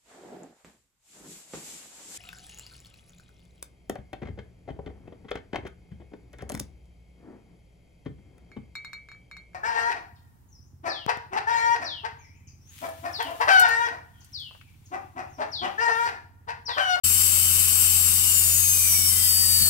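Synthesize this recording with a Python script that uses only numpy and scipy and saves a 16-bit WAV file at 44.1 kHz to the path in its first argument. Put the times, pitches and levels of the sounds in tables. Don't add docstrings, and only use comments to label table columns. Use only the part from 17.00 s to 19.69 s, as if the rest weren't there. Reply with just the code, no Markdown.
import sys
import numpy as np
from scipy import signal
from scipy.fft import rfft, irfft, next_fast_len
from scipy.io import wavfile
from scipy.ndimage import uniform_filter1d, map_coordinates

SR = 44100
rng = np.random.default_rng(int(sys.argv[2]) if len(sys.argv) > 2 else 0)


def wav_out(sig):
    wavfile.write(sys.argv[1], SR, np.round(np.clip(np.atleast_2d(sig).T, -1, 1) * 32767).astype(np.int16))


def volts(x):
    e = np.asarray(x, float) / 20
    return 10 ** e


N = 118629

# (frequency [Hz], likeness [0-1], phase lag of the right port [rad])
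PORTS = [(60, .6, 0), (900, .4, 0), (1200, .75, 1), (1900, .35, .6), (2300, .7, 2), (2650, .1, 1.5),
         (2900, .4, 4.5), (3800, .6, 3.8), (4400, .05, 4.8), (4620, .03, 3.7), (4880, .03, 3.2),
         (6400, .03, 1.6)]


def slow(rate):
    knots = rng.standard_normal(int(N * rate / SR) + 4)
    return map_coordinates(knots, [np.arange(N) * rate / SR])


def curves(rows):
    times, *columns = np.transpose(rows)
    return [np.interp(np.arange(N) / SR, times, column) for column in columns]


def on_hz(rows, hz):
    table_hz, *columns = np.transpose(rows)
    return [np.interp(np.log(hz + 1), np.log(table_hz + 1), column) for column in columns]


def tone(hz, left_db, right_db, smear_hz, flicker_db):
    phase = 2 * np.pi * np.cumsum(hz + smear_hz * slow(90)) / SR
    lag = on_hz(PORTS, hz)[1]
    left = volts(left_db) * np.sin(phase)
    right = volts(right_db) * np.sin(phase - lag)
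    flicker = volts(flicker_db * slow(40))
    return np.sqrt(2) * flicker * np.array([left, right])


def port_levels(louder_db, pan_db):
    return louder_db + np.minimum(pan_db, 0), louder_db - np.maximum(pan_db, 0)


def turbine():
    # (time [s], speed [Hz], left whine [dB], right whine [dB], octave at the louder port [dB])
    shaft = [(.1, 7535, -23, -48, -48), (.6, 7533, -29, -43, -48), (.95, 7529, -23, -42, -45),
             (1.07, 7508, -22, -37, -48), (1.15, 7470, -33, -37, -48), (1.31, 7293, -24, -48, -39),
             (1.39, 7150, -21, -38, -26), (1.48, 6935, -33, -27, -42), (1.54, 6770, -24, -30, -26),
             (1.59, 6660, -24, -40, -38), (1.7, 6415, -26, -26, -24), (1.83, 6150, -44, -28, -36),
             (1.92, 5930, -36, -24, -22), (2.02, 5630, -46, -29, -42), (2.085, 5450, -36, -24, -28),
             (2.14, 5220, -44, -37, -30), (2.21, 5045, -44, -32, -29), (2.29, 4880, -29, -25, -40),
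             (2.42, 4745, -25, -27, -30), (2.69, 4460, -25, -25, -28)]
    # (frequency [Hz], left minus right [dB])
    octave_pan = [(13000, 28), (13500, -20), (14300, 3)]
    hz, left_db, right_db, octave_db = curves(shaft)
    pan_db, = on_hz(octave_pan, hz * 2)
    whine = tone(hz, left_db, right_db, smear_hz=3, flicker_db=1.2)
    octave = tone(hz * 2, *port_levels(octave_db, pan_db), smear_hz=6, flicker_db=1.2)
    return whine + octave + front_cage(hz) + rear_cage(hz)


def front_cage(shaft_hz):
    # (time [s], left [dB], right [dB])
    front_levels = [(.97, -38, -52), (1.04, -52, -40), (1.12, -56, -54), (1.42, -47, -41), (1.52, -70, -70)]
    return tone(shaft_hz * .4015, *curves(front_levels), smear_hz=3, flicker_db=3)


def rear_cage(shaft_hz):
    # (time [s], share of shaft speed, level at the louder port [dB])
    rear_course = [(.95, .3535, -46), (1.13, .364, -41), (1.14, .381, -39), (1.28, .391, -35),
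                   (1.55, .389, -43), (1.9, .392, -38), (2.05, .4, -41), (2.12, .395, -50),
                   (2.69, .398, -50)]
    # (frequency [Hz], left minus right [dB])
    rear_pan = [(1850, 2), (2400, -2), (2650, -10)]
    share, louder_db = curves(rear_course)
    hz = shaft_hz * share
    pan_db, = on_hz(rear_pan, hz)
    return tone(hz, *port_levels(louder_db, pan_db), smear_hz=13, flicker_db=3)


def squeals():
    # (time [s], frequency [Hz], left level [dB])
    high_squeal = [(2.03, 12780, -33), (2.1, 12680, -30), (2.18, 12580, -29), (2.2, 12620, -37),
                   (2.215, 12670, -27), (2.41, 12720, -31)]
    # (time [s], frequency [Hz], left level [dB])
    low_squeal = [(2.105, 3080, -34), (2.135, 3110, -45), (2.165, 3060, -36), (2.2, 3200, -40),
                  (2.28, 3220, -38)]
    out = 0
    for rows, left_minus_right_db in ((high_squeal, 25), (low_squeal, .5)):
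        before = (rows[0][0] - .02, rows[0][1], -120)
        after = (rows[-1][0] + .02, rows[-1][1], -120)
        hz, left_db = curves([before, *rows, after])
        out = out + tone(hz, left_db, left_db - left_minus_right_db, smear_hz=15, flicker_db=1.5)
    return out


def spray(patchy_db=1.1, flutter_db=.3):
    # (frequency [Hz], free left, free right, cutting left, cutting right [dB per Hz])
    hiss_density = [(250, -78, -76, -78, -76), (600, -82, -84, -84, -85), (950, -80, -75, -82, -78),
                    (1300, -71, -76, -75, -79), (1900, -80, -76, -79, -80), (2300, -72, -68, -74, -70),
                    (2600, -75, -65, -78, -72), (3000, -65, -63, -67, -65), (3380, -77, -74, -76, -78),
                    (3750, -67, -64, -67, -65), (4050, -77, -75, -78, -78), (4400, -68, -64, -70, -65),
                    (6500, -66, -64, -68, -64), (7000, -64, -69, -60, -82), (7600, -54, -86, -55, -86),
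                    (8200, -49, -84, -51, -85), (8900, -56, -78, -58, -80), (9500, -55, -72, -53, -75),
                    (10600, -57, -69, -58, -70), (11900, -53, -73, -55, -76), (12900, -58, -75, -58, -75),
                    (13300, -59, -65, -58, -65), (15700, -63, -64, -63, -64)]
    cut_from_s, cut_full_s = .9, 1.7
    hz, t, noise = signal.stft(rng.standard_normal((2, N)), SR, nperseg=1024)
    like, lag = on_hz(PORTS, hz)
    like = np.clip(like, 0, 1)[:, None]
    shared = like * np.exp(-1j * lag)[:, None] * noise[0]
    own = np.sqrt(1 - like ** 2) * noise[1]
    ports = np.array([noise[0], shared + own])
    patches = uniform_filter1d(rng.standard_normal(ports.shape), size=9, axis=1)
    patches = uniform_filter1d(patches, size=5, axis=2)
    density_db = np.array(on_hz(hiss_density, hz))[:, :, None]
    cut = np.clip((t - cut_from_s) / (cut_full_s - cut_from_s), 0, 1)
    colour_db = density_db[:2] * (1 - cut) + density_db[2:] * cut
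    gain = volts(colour_db + patchy_db * patches / patches.std())
    hiss = signal.istft(ports * gain, SR, nperseg=1024)[1][:, :N]
    hiss = hiss * np.sqrt(SR / 2)
    return hiss * volts(flutter_db * slow(60))


def compressor():
    # (multiple of the crank speed, mean level of the two ports in dB [dB])
    hum_partials = [(2, -54), (4, -37), (5, -58), (6, -60), (8, -52), (9, -61), (13, -64)]
    crank_hz, swell_db, swell_period_s, left_minus_right_db = 22.305, 1.1, .52, -2
    t = np.arange(N) / SR
    swell = volts(swell_db * np.cos(2 * np.pi * t / swell_period_s))
    hum = 0
    for multiple, level_db in hum_partials:
        turns = round(multiple) * crank_hz * t + rng.random()
        hum = hum + np.sqrt(2) * volts(level_db) * np.sin(2 * np.pi * turns)
    return hum * swell * volts(np.array([[.5], [-.5]]) * left_minus_right_db)


def thud():
    start_s, start_db, t60_s, rise_s = 2.602, -17, .11, .012
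    t = np.clip(np.arange(N) / SR - start_s, 0, None)
    decay = volts(start_db - 60 * t / t60_s)
    rise = (1 - np.exp(-t / rise_s)) ** 2
    swing = decay * rise * sum(np.sin(2 * np.pi * hz * t) for hz in (60, 120, 205))
    return np.array([swing, np.zeros(N)])


def scene():
    return turbine() + squeals() + spray() + compressor() + thud()


def roll_off(x):
    return signal.sosfilt(signal.butter(12, 17090, fs=SR, output="sos"), x)


def record(dry):
    opens_s, fade_s, top_hz = .034, .012, 15750
    size = next_fast_len(N + 8192)
    passed = np.fft.rfftfreq(size, 1 / SR) < top_hz
    limited = irfft(rfft(dry, size) * passed, size)[:, :N]
    opening = np.clip((np.arange(N) / SR - opens_s) / fade_s, 0, 1)
    fade = np.sin(np.pi / 2 * opening) ** 2
    return roll_off(limited * fade)


dry = scene()
out = record(dry)
wav_out(out)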